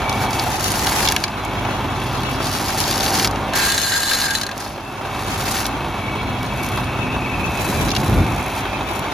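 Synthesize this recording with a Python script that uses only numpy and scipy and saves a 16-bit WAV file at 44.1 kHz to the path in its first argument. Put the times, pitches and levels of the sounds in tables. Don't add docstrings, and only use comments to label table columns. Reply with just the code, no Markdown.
import sys
import numpy as np
from scipy import signal
from scipy.fft import rfft, irfft, next_fast_len
from scipy.io import wavfile
from scipy.ndimage import uniform_filter1d

SR = 44100
rng = np.random.default_rng(int(sys.argv[2]) if len(sys.argv) > 2 else 0)


def int16_out(signal):
    q = np.round(np.clip(np.atleast_2d(signal).T, -1, 1) * 32767)
    wavfile.write(sys.argv[1], SR, q.astype(np.int16))


N = 402633
T = np.arange(N) / SR
SIZE = next_fast_len(N + 8192)
HZ = np.maximum(np.arange(SIZE // 2 + 1) * SR / SIZE, 1)

# [touch t/s, swell duration/s, hold duration/s, level at full/dB,
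#  level on leaving/dB, knock on wood/dB re lashing, tick peaks/dB re lashing]
PLANT_PASSES = [(0.05, 0.18, .08, -38.5, -57, -1, 14), (0.238, 0.11, 0.71, -40.5, -30.5, -2.5, -2),
                (1.084, 0.018, 0.13, -38, -47, 4, 10), (1.95, 0.21, 0.19, -52, -49, 8.5, 28),
                (2.386, 0.053, 0.82, -38, -34.5, 5, 14), (3.536, 0.018, 0.466, -31.5, -35.5, -4, 7),
                (3.975, 0.13, 0.3, -33, -43.5, 0, 10), (4.54, 0.063, 0.15, -46.5, -56, 4, 21),
                (5.005, 0.33, .28, -41.5, -34, -1, 3), (5.555, 0.02, 0.094, -53, -39, -5, 16),
                (6.37, 0.05, .07, -52, -55, -2, 15), (6.504, 0.15, 0.16, -45.5, -52, -11, 28.5),
                (7.3, 0.36, .22, -38, -39.5, -17, 15), (7.927, 0.027, 0.55, -45, -50, -17, 23),
                (8.4, .16, .03, -45, -40, -20, 20), (8.8, 0.17, .02, -46, -44, -10, 27)]
# [f/Hz, relative level/dB per Hz]
CORD_COLOUR = [(300, -0.5), (520, 0), (800, -2), (1800, 2), (3500, -5.5), (5500, -5), (8000, 0),
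               (11000, -6.5), (16000, -5)]
# [f/Hz, width/Hz, relative level/dB]
WOOD_KNOCK = [(4570, 1450, 16), (2220, 2400, -20)]
# [t/s, relative ringing level/dB, upper modes level/dB re ringing]
POST_CONTACT = [(3.52, -48, -3), (3.535, -30, -18), (3.6, -26, -1.5), (3.76, -32, 4.5), (3.81, -37, 9),
                (3.87, -29, 4), (3.91, -27, -1), (3.94, -18, -3.5), (4.0, -28.5, 1), (4.13, -23.5, 0),
                (4.19, -31, -2), (4.265, -24.5, -1), (4.29, -20.5, -15), (4.33, -32, 4), (4.39, -44, 5),
                (4.5, -47, 0), (4.54, -67, 0), (4.66, -56, 0)]
# [f/Hz, width/Hz, relative level/dB]
POST_MODES = [(1622, 28, 2.5), (1730, 190, -10.5), (2970, 60, -13), (3590, 90, -12), (3960, 41, -7.5),
              (4140, 91, -5), (4460, 77, -10.5), (5040, 65, -18), (6510, 150, -12), (7170, 330, -14.5),
              (7500, 180, -18), (9100, 120, -14), (11100, 55, -16)]
# [t/s, slap peak level/dB before the struck body colours it, colour f/Hz, tick peak level/dB]
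HARD_BLOWS = [(0.0947, -11, 5840, -14), (0.1264, -10, 5800, -30), (0.3067, -11, 5000, -16),
              (0.3306, -8, 5800, -19), (0.395, -4.5, 4860, -20), (0.4384, -14, 2000, -13),
              (0.6417, -9, 6300, -8), (0.6814, -12, 6240, -9), (0.7185, -25, 2140, -5),
              (0.7771, -19, 2000, -22), (0.794, -16, 4210, -10), (0.8131, -21, 2000, -24),
              (0.8455, -12, 6420, -17), (0.8685, -3, 5660, -12), (0.871, -10, 1000, -30),
              (0.8889, -10, 5900, -16), (0.919, -11, 2300, -20), (0.9408, -16, 2500, -18),
              (1.025, -12, 4500, -15), (1.04, -18, 2500, -22), (1.051, -15, 2480, -22),
              (1.061, -7, 4960, -17), (1.074, -1, 3470, -15), (1.0865, 4, 3320, -8), (1.1, -10, 5000, -18),
              (1.113, -8, 5500, -20), (1.1216, -4, 1900, -3), (1.145, -21, 3500, -25),
              (1.1633, 2, 2130, -5), (1.18, -20, 2520, -26), (1.202, -20, 5000, -22),
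              (1.2383, 0, 3250, -17), (1.2795, -16, 2300, -31), (1.4501, -22, 4000, -18),
              (2.233, -13, 2330, -23), (2.8025, -5.5, 4450, -5), (2.838, -8, 4500, -14),
              (2.9108, -7, 4620, -10), (2.9281, -11, 4060, -16), (2.9776, -9, 5030, -10),
              (3.0056, -3.5, 4680, -25), (3.0315, -5, 4880, -19), (3.0614, -5, 4240, -22),
              (3.08, -7, 4000, -16), (3.1227, -13, 4020, -22), (3.1532, -4, 4710, -12),
              (3.197, -4, 3000, -22), (3.21, -15, 4560, -21), (3.225, -15, 4250, -24),
              (3.237, -15, 4000, -26), (3.245, 2.5, 4180, -22), (3.251, -3, 3200, -22),
              (3.2732, -4, 4790, -14), (3.311, -16, 5500, -18), (3.3586, -15, 2660, -35),
              (3.5349, -10.5, 2600, -21), (3.715, -16, 3200, -20), (3.7778, -1.5, 4110, -18),
              (3.8646, -12, 4170, -11), (3.9379, -14, 2200, -22), (4.031, -5, 4120, -13),
              (4.0951, -12, 4090, -20), (4.112, -5, 1900, -22), (4.133, -6, 3700, -22),
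              (4.22, -9, 3600, -20), (4.3057, -7, 4130, -20), (4.35, -5.5, 2700, -10),
              (4.3834, -13, 4120, -30), (4.4123, -8.5, 4070, -27), (4.4323, -9, 3570, -24),
              (4.4648, -12.5, 4110, -32), (4.49, -15, 1700, -34), (4.5131, -18, 2710, -39),
              (4.5785, -30, 5000, -15), (4.603, -22, 5000, -18), (5.4111, -17, 2330, -15),
              (5.5145, -14, 4160, -11), (5.5662, -8, 2740, -33.5), (5.6301, -16, 4400, -21),
              (5.6545, -5, 4250, -31), (5.665, -12, 4500, -10), (6.43, -23, 4500, -20),
              (6.6298, -30, 5500, -18), (6.772, -32, 5470, -17), (7.8836, -12, 4500, -22),
              (7.8906, -10, 4350, -21), (7.904, -9, 3524, -18), (7.9146, -6, 4120, -18),
              (7.9503, -8, 3440, -27), (7.9633, -6, 3370, -20), (7.968, -13, 3300, -28),
              (8.001, -16, 5000, -19), (8.0483, -25, 5500, -25), (8.0727, -30, 5000, -21),
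              (8.0812, -27, 5970, -21), (8.097, -32, 5000, -18), (8.117, -30, 5000, -23),
              (8.162, -30, 5000, -22), (8.171, -30, 5000, -23), (8.179, -32, 5000, -24),
              (8.203, -28, 5500, -26), (8.243, -32, 5000, -26), (8.4274, -30, 5000, -22),
              (8.4623, -31, 5000, -19), (8.5017, -27, 5000, -22), (8.9935, -27, 5000, -17)]
# [f/Hz, width/Hz, relative level/dB]
TRUNK_MODES = [(950, 250, -12), (1625, 180, 5), (2280, 170, 1), (2800, 180, 2), (3360, 420, -2),
               (3940, 320, -1.5), (4400, 400, -3.5), (4930, 300, -5.5), (5930, 810, -15)]
# [t/s, tooth rate f/Hz]
MOTOR_SPEED = [(0, 825), (.45, 820), (1.2, 790), (1.33, 790), (1.42, 810), (1.6, 822), (2.3, 824),
               (2.6, 815), (3.3, 800), (4.5, 805), (4.9, 820), (5.1, 815), (5.5, 783), (5.77, 807),
               (6.15, 823), (6.9, 826), (7.3, 826), (7.55, 810), (7.76, 783), (8.05, 797), (8.5, 793),
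               (9.13, 787)]
# [multiple of tooth rate, share of the sag followed 0-1, waver/Hz, roughness 0-1,
#  level/dB re its level curve, level column of MOTOR_LEVELS counted from 0 after t]
MOTOR_TONES = [(2.75, 1, 7, .95, 0, 0), (3, 1, 3, .3, 0, 1), (3.17, .3, 8, .95, 0, 2),
               (3.25, 1, 6, .8, -1, 4), (3.5, 1, 5, .4, -6, 3), (4, 1, 4, .35, 0, 3),
               (4.25, 1, 4, .4, -4, 3), (4.5, 1, 6, .5, -3, 5), (5, 1, 5, .4, 0, 5),
               (15, 1, 30, .5, -17, 3)]
# [t/s, 2.75x level/dB, 3x level/dB, 3.17x level/dB, 4x and neighbours level/dB,
#  3.25x level/dB, 4.5x and 5x level/dB], all re engine body
MOTOR_LEVELS = [(0, -3, -30, -25, -14, -29, -23), (.4, -5, -30, -23, -16, -27, -23),
                (.55, -30, -30, -29, -27, -28, -30), (1.25, -25, -30, -29, -25, -25, -28),
                (1.4, -11, -28, -26, -14, -16, -18), (2.3, -14, -28, -28, -13.5, -9, -20),
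                (2.6, -30, -30, -32, -14, -28, -28), (4.7, -30, -30, -25, -26, -27, -30),
                (4.87, -30, -30, -7, -28, -5, -30), (5.05, -30, -30, -27, -30, -25, -30),
                (5.65, -12, -30, -22, -28, -25, -22), (5.85, -8, -22, -8, -16, -23, -20),
                (6.1, -2.5, -18, -9, -12, -14, -19), (6.35, -10, -16, -14, -12, -20, -14),
                (6.6, -6, -12, -5, -16, -12, -22), (6.8, -8, -13, -8.5, -14, -10, -18),
                (7.0, -11, -6.5, -5.5, -23, -4, -25), (7.3, -6, -1.5, -3, -18, -8, -32),
                (7.6, -16, -9, -2.5, -24, -16, -12), (7.78, -17, -6, -14, -24, -11, -14),
                (7.95, -19, -14, -20, -29, -16, -12), (8.35, -7, -9, -12, -20, -7, -16),
                (8.6, -11, -8.5, -20, -10.5, -6, -17), (9.13, -6, -7, -18, -16, -16, -16)]
# [t/s, engine body level/dB, gear whine level/dB re body,
#  gearbox rattle level/dB re body, bonnet drumming level/dB re body]
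TRACTOR_LEVELS = [(0.0, -26.5, -10, -18, -7), (.42, -27, -19, -9, 0), (.64, -28, -12, -29, -10),
                  (1.07, -25.5, -16, -17, -5.5), (1.22, -30, -12, -11, -13), (1.6, -27, -15, -19, -15),
                  (2.4, -27, -10, -19, -20), (2.7, -27.5, -5.5, -22, -22), (3.1, -26.5, -1.5, -31, -23),
                  (3.61, -27.5, -6, -6, -22), (3.86, -33, -18, -19, -18), (4.29, -32, -12, -11, -17),
                  (4.83, -35, -6, -18, -19), (5.2, -28.5, -4, -10, -33), (5.65, -27.5, -3.5, -18, -22),
                  (5.95, -29.5, -17, -14.5, -13), (6.8, -28.5, -31, -15, -28), (7.4, -28.5, -28, -14, -30),
                  (8.05, -27.5, -16, -15, -14), (8.6, -29, -16, -11.5, -9), (9.13, -29, -12, -13, -11)]
# [f/Hz, relative level/dB per Hz]
ENGINE_COLOUR = [(30, -32), (60, -4.5), (150, -10), (250, -5.5), (350, -2.5), (410, -4.5), (450, -10.5),
                 (510, -6), (600, -3.5), (950, -2.5), (1300, -7.5), (1900, -14.5), (2500, -17.5),
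                 (3600, -20.5), (4500, -27.5), (7000, -30), (11000, -35.5), (16000, -42)]
# [t/s, share cancelled 0-1]
SOIL_DIP = [(0, 0.22), (1.2, 0.28), (2.8, 0.2), (3.4, 0), (3.9, 0.27), (4.8, 0.1), (5.4, 0.34), (7.5, 0.16),
            (9.13, 0.07)]
# [multiple of firing rate, level/dB re body]
EXHAUST_TONES = [(1, -7.5), (1.75, -9), (2, -6), (2.75, -12), (2.999, -12.5), (4, -8), (5, -12), (5.5, -12),
                 (8, -14)]
# [multiple of pump rate, level/dB re body at free motor speed]
PUMP_TONES = [(1, 0.5), (2, -5.5)]
# [f/Hz, width/Hz, relative level/dB]
GEARBOX_MODES = [(2260, 60, -2), (2630, 90, 0), (3300, 90, -9), (3700, 120, -9), (4100, 80, -12)]
# [f/Hz, width/Hz, relative level/dB]
BONNET_MODES = [(761, 47, -8), (867, 53, -9)]
# [t/s, rumble level/dB]
WIND_LEVEL = [(0.0, -31), (0.9, -30), (1.35, -35), (1.68, -32), (2.6, -35.5), (3.12, -31.5), (3.25, -26.5),
              (3.66, -40.5), (4.6, -42.5), (5.0, -46), (5.3, -34), (5.92, -32), (6.25, -29), (6.55, -28),
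              (6.9, -29.5), (7.2, -27.5), (7.3, -35), (7.38, -26), (7.65, -31), (7.69, -23.5),
              (7.85, -20.5), (7.95, -25.5), (8.08, -18.5), (8.12, -16), (8.2, -12), (8.26, -22.5),
              (8.33, -24), (8.42, -29), (8.5, -35), (9.13, -34.5)]
# [f/Hz, relative level/dB per Hz]
WIND_COLOUR = [(25, -30), (45, 0.5), (75, 3), (115, 3.5), (200, -6), (350, -17.5), (600, -64)]
# [f/Hz, lead of left/rad]
PORT_LEAD = [(0, 0), (100, -.3), (500, -.3), (1380, -0.3), (2840, 0.6), (4050, 0.0), (5000, 1.1),
             (5770, -0.5), (6370, -0.5), (7670, -2.8), (8870, -3.6), (11100, -6.3), (12300, -6.5),
             (13900, -8.8), (14600, -9.4), (16100, -9.6)]
# [f/Hz, left minus right level/dB]
PORT_LEVEL = [(60, 0), (380, 0), (700, -1.5), (1290, -2), (2380, 2), (4400, 2.5), (8120, 0.5),
              (15000, -0.5)]
# [f/Hz, level of the left-right difference/dB re direct]
STEREO_WIDTH = [(60, -27), (400, -22), (1000, -9.5), (2500, -7.5), (5000, -5.5), (7000, -3.5),
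                (7900, -23.5), (8600, -24), (9500, -4.5), (10600, -26), (11500, -11), (12800, -17),
                (13800, -16), (14700, -24)]

FREE_DB, FREE_KNOCK_DB, FREE_TICK_DB, TUG_DB, RELEASE_S = -56.5, -5, 7, 1, .035
CORD_ROW_HZ = 25.58
SQUEAL_DB, SQUEAL_WAVER_HZ = -27, 6
POST_START_S, POST_END_S = POST_CONTACT[0][0], POST_CONTACT[-1][0]
CRACK_DB, SCRAPE_DB, STEEL_DB = -13.5, -3.5, 13.5
TICKS_PER_S, SMALL_SLAP_DB, TICK_SPREAD_DB = 42, 16, 3.5
FREE_TOOTH_HZ = 826
HUM_HZ, HUM_DB = 737, -13
FIRING_HZ, PUMP_HZ, GEAR_HZ = 51.7, 126.6, 775.5
PUMP_SAG_DB_PER_HZ = 0.9
DIP_HZ, DIP_WIDTH_HZ = 572, 460
FLICKER_DB, GEAR_FLICKER_DB, FLICKER_PER_S = 1, 1.4, 9
BUFFET_DB, BUFFET_PER_S = 1.0, 12
FLAP_DB, FLAP_FALL = -5.5, 0.12
WIND_SIDE_DB = -17
LIMIT, TOP_HZ = .91, 15900


def undb(db):
    return 10 ** (np.asarray(db) / 20)


def unit(x):
    return x / np.sqrt(np.mean(x ** 2))


def over_hz(table):
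    hz, value = np.transpose(table)
    return np.interp(np.log(HZ), np.log(np.maximum(hz, 1)), value)


def over_time(table):
    s, *columns = np.transpose(table)
    return [np.interp(T, s, c) for c in columns]


def shape(x, response):
    return irfft(rfft(x, SIZE) * response, SIZE)[..., :N]


def modes(table):
    return sum(undb(db) * 1j * HZ * w / (f * f - HZ ** 2 + 1j * HZ * w) for f, w, db in table)


def walk(rate, size=N):
    hold = int(SR / rate)
    steps = np.repeat(rng.standard_normal(size // hold + 1), hold)
    return 1.3 * uniform_filter1d(uniform_filter1d(steps, hold), hold)[:size]


def tone(hz):
    return np.sin(2 * np.pi * np.cumsum(hz) / SR)


def lashing():
    lash_db, knock_db, tick_db = np.zeros((3, N)) + [[FREE_DB], [FREE_KNOCK_DB], [FREE_TICK_DB]]
    for touch, swell, hold, db_full, db_leave, db_knock, db_tick in PLANT_PASSES:
        corners_s = np.cumsum([touch, swell, hold, RELEASE_S])
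        db = np.interp(T, corners_s, [FREE_DB, db_full, db_leave, FREE_DB])
        knock_db, tick_db = np.where(db > lash_db, [[db_knock], [db_tick]], [knock_db, tick_db])
        lash_db = np.maximum(lash_db, db)
    knock_db = uniform_filter1d(knock_db, size=2000) + 2 * TUG_DB * walk(10)
    return lash_db + TUG_DB * walk(14), knock_db, tick_db


def grains(per_s, spread_db, tail_s):
    size = undb(2 * spread_db * np.minimum(rng.exponential(size=N), 4))
    hit = (rng.random(N) < per_s / SR) * size
    power = signal.lfilter([1], [1, -np.exp(-1 / (tail_s * SR))], hit)
    return unit(np.sqrt(power + 1e-9) * rng.standard_normal(N))


def cords(lash_db, knock_db):
    row = np.cumsum(CORD_ROW_HZ * (1 + .2 * walk(8.9))) / SR
    beat = 1.5 + np.exp(-(row % 1) / 0.26)
    patter = grains(350 * beat, spread_db=2.5, tail_s=0.002) + 0.43 * rng.standard_normal(N)
    lash = shape(patter, undb(over_hz(CORD_COLOUR)))
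    lash = lash / np.std(shape(lash, (HZ > 9800) & (HZ < 13000)))
    knock = undb(knock_db) * unit(shape(patter, modes(WOOD_KNOCK)))
    return undb(lash_db) * (lash + knock) + post_ring(patter)


def post_ring(patter):
    post_db, upper_db = over_time(POST_CONTACT)
    on = (T > POST_START_S) & (T < POST_END_S)
    blows = on * undb(post_db) * patter
    slip = tone(POST_MODES[0][0] + SQUEAL_WAVER_HZ * walk(30))
    rub = on * undb(post_db + SQUEAL_DB + 1.5 * walk(40.3)) * slip
    ring = shape(0.71 * blows + rub, modes(POST_MODES[:2]))
    for k in range(3):
        swelling = undb(upper_db + 1.2 * walk(15)) * blows
        ring = ring + shape(swelling, modes(POST_MODES[2 + k::3]))
    return ring / np.std(shape(patter, modes(POST_MODES) * (HZ < 1750)))


def small_blows(lash_db, tick_db):
    gap, size, colour, bright = rng.random((500, 4)).T
    s = np.cumsum(-np.log(1 - gap) / TICKS_PER_S)
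    at = np.minimum(s * SR, N - 1).astype(int)
    slap_peak_db = lash_db[at] + SMALL_SLAP_DB + TICK_SPREAD_DB * (2 * size - 1)
    tick_peak_db = lash_db[at] + tick_db[at] + TICK_SPREAD_DB * (2 * bright - 1)
    return np.transpose([s, slap_peak_db, 2200 + 4000 * colour, tick_peak_db])[s < T[-1]]


def slaps(lash_db, tick_db):
    direct, wood, steel = np.zeros((3, N))
    for s, db, hz, tick_peak_db in [*HARD_BLOWS, *small_blows(lash_db, tick_db)]:
        add_crack(direct, s, tick_peak_db, 9000, 2.2, .007)
        add_crack(direct, s, db + CRACK_DB, 4200, 2.5, .016)
        if POST_START_S < s < POST_END_S:
            add_crack(direct, s, db + SCRAPE_DB, hz, 1.6, .022)
            add_crack(steel, s, db + STEEL_DB, hz, 1.8, .025)
        else:
            add_crack(wood, s, db, hz, 1.7, .019)
    return direct + shape(wood, modes(TRUNK_MODES)) + shape(steel, modes(POST_MODES))


def add_crack(out, s, db, hz, width, t60):
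    t = T[:1400]
    attack = np.minimum(t / (.06 * t60), 1)
    crack = rng.standard_normal(len(t)) * attack * 10 ** (-3 * t / t60)
    r = np.exp(-np.pi * min(hz * (width - 1 / width), 14000) / SR)
    crack = signal.lfilter([1, 0, -1], [1, -(1 + r * r) * np.cos(2 * np.pi * hz / SR), r * r], crack)
    i = int(s * SR)
    out[i:i + len(t)] += (undb(db) * crack / np.max(np.abs(crack)))[:N - i]


def motor_whine(tooth_hz):
    levels_db = over_time(MOTOR_LEVELS)
    out = undb(HUM_DB + 2.3 * walk(1.94)) * tone(HUM_HZ + 3 * walk(12))
    for k, share, waver_hz, rough, db, column in MOTOR_TONES:
        flutter = 1 - .6 * rough + rough * walk(160 * rough)
        sagging_hz = FREE_TOOTH_HZ + share * (tooth_hz - FREE_TOOTH_HZ)
        hz = k * sagging_hz + waver_hz * walk(12)
        out = out + undb(db + levels_db[column]) * flutter * tone(hz)
    return out


def hum(phase, orders, fade_db):
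    out = 0
    for k, db in orders:
        level = undb(db + fade_db + 0.34 * walk(3.6))
        out = out + level * np.sin(2 * np.pi * (k * phase + rng.random()))
    return out


def tractor():
    body_db, gear_db, *parts_db = over_time(TRACTOR_LEVELS)
    box_db, bonnet_db = (db + FLICKER_DB * walk(FLICKER_PER_S) for db in parts_db)
    tooth_hz, = over_time(MOTOR_SPEED)
    firings = np.cumsum(FIRING_HZ * (1 + 0.003005 * walk(2))) / SR
    strokes = np.cumsum(PUMP_HZ * tooth_hz / FREE_TOOTH_HZ * (1 + .003 * walk(3))) / SR
    force = undb(4.4 * rng.standard_normal(int(firings[-1]) + 1))[firings.astype(int)]
    gate = 1 + .5 * force * np.exp(-(firings % 1) / 0.54) + 0.24 * np.exp(-(strokes % 1) / 0.66)
    clatter = gate * rng.standard_normal(N)
    body = shape(clatter, undb(over_hz(ENGINE_COLOUR)))
    dip, = over_time(SOIL_DIP)
    body = body - np.clip(dip, 0, 1) * shape(body, modes([(DIP_HZ, DIP_WIDTH_HZ, 0)]))
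    body = body / np.std(shape(body, (HZ > 500) & (HZ < 1200)))
    box = undb(box_db) * unit(shape(clatter, modes(GEARBOX_MODES)))
    bonnet = undb(bonnet_db) * unit(shape(clatter, modes(BONNET_MODES)))
    sag_db = PUMP_SAG_DB_PER_HZ * (tooth_hz - FREE_TOOTH_HZ)
    hums = hum(firings, EXHAUST_TONES, 0) + hum(strokes, PUMP_TONES, sag_db)
    gear_phase = firings * GEAR_HZ / FIRING_HZ + 0.055 * walk(30)
    gear = undb(gear_db + GEAR_FLICKER_DB * walk(FLICKER_PER_S)) * np.sin(2 * np.pi * gear_phase)
    return undb(body_db) * (body + hums + motor_whine(tooth_hz) + gear + box + bonnet)


def wind():
    db, = over_time(WIND_LEVEL)
    lumps = undb(1.4 * walk(25)) * rng.standard_normal((2, N))
    rumble = unit(shape(lumps, undb(over_hz(WIND_COLOUR))))
    flap_db = FLAP_DB - FLAP_FALL * (db - np.median(db)) + BUFFET_DB * walk(BUFFET_PER_S)
    flap = undb(flap_db) * unit(shape(lumps, modes([(270, 430, 0)]) ** 2))
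    mid, side = undb(db + BUFFET_DB * walk(BUFFET_PER_S)) * (rumble + flap)
    return mid + undb(WIND_SIDE_DB) * side * np.array([[1], [-1]])


def stereo_blur(sound):
    t = np.arange(2048) / SR
    blur = 0
    for _ in range(3):
        echo = rng.standard_normal(len(t)) * 10 ** (-3 * t / 0.052)
        echo = echo / np.sqrt(3 * np.sum(echo ** 2))
        blur = blur + signal.fftconvolve(sound * walk(30), echo)[:N]
    return blur


def scene():
    lash_db, knock_db, tick_db = lashing()
    sound = cords(lash_db, knock_db) + slaps(lash_db, tick_db) + tractor()
    side = np.array([[1], [-1]])
    ports = undb(side * over_hz(PORT_LEVEL) / 2) * np.exp(.5j * side * over_hz(PORT_LEAD))
    direct = shape(sound, ports)
    width = shape(stereo_blur(sound), ports * side * undb(over_hz(STEREO_WIDTH)))
    return direct + width + wind()


def record(dry):
    rounded = LIMIT * np.tanh(dry / LIMIT)
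    return signal.sosfilt(signal.ellip(10, .2, 70, TOP_HZ, fs=SR, output="sos"), rounded)


dry = scene()
out = record(dry)
int16_out(out)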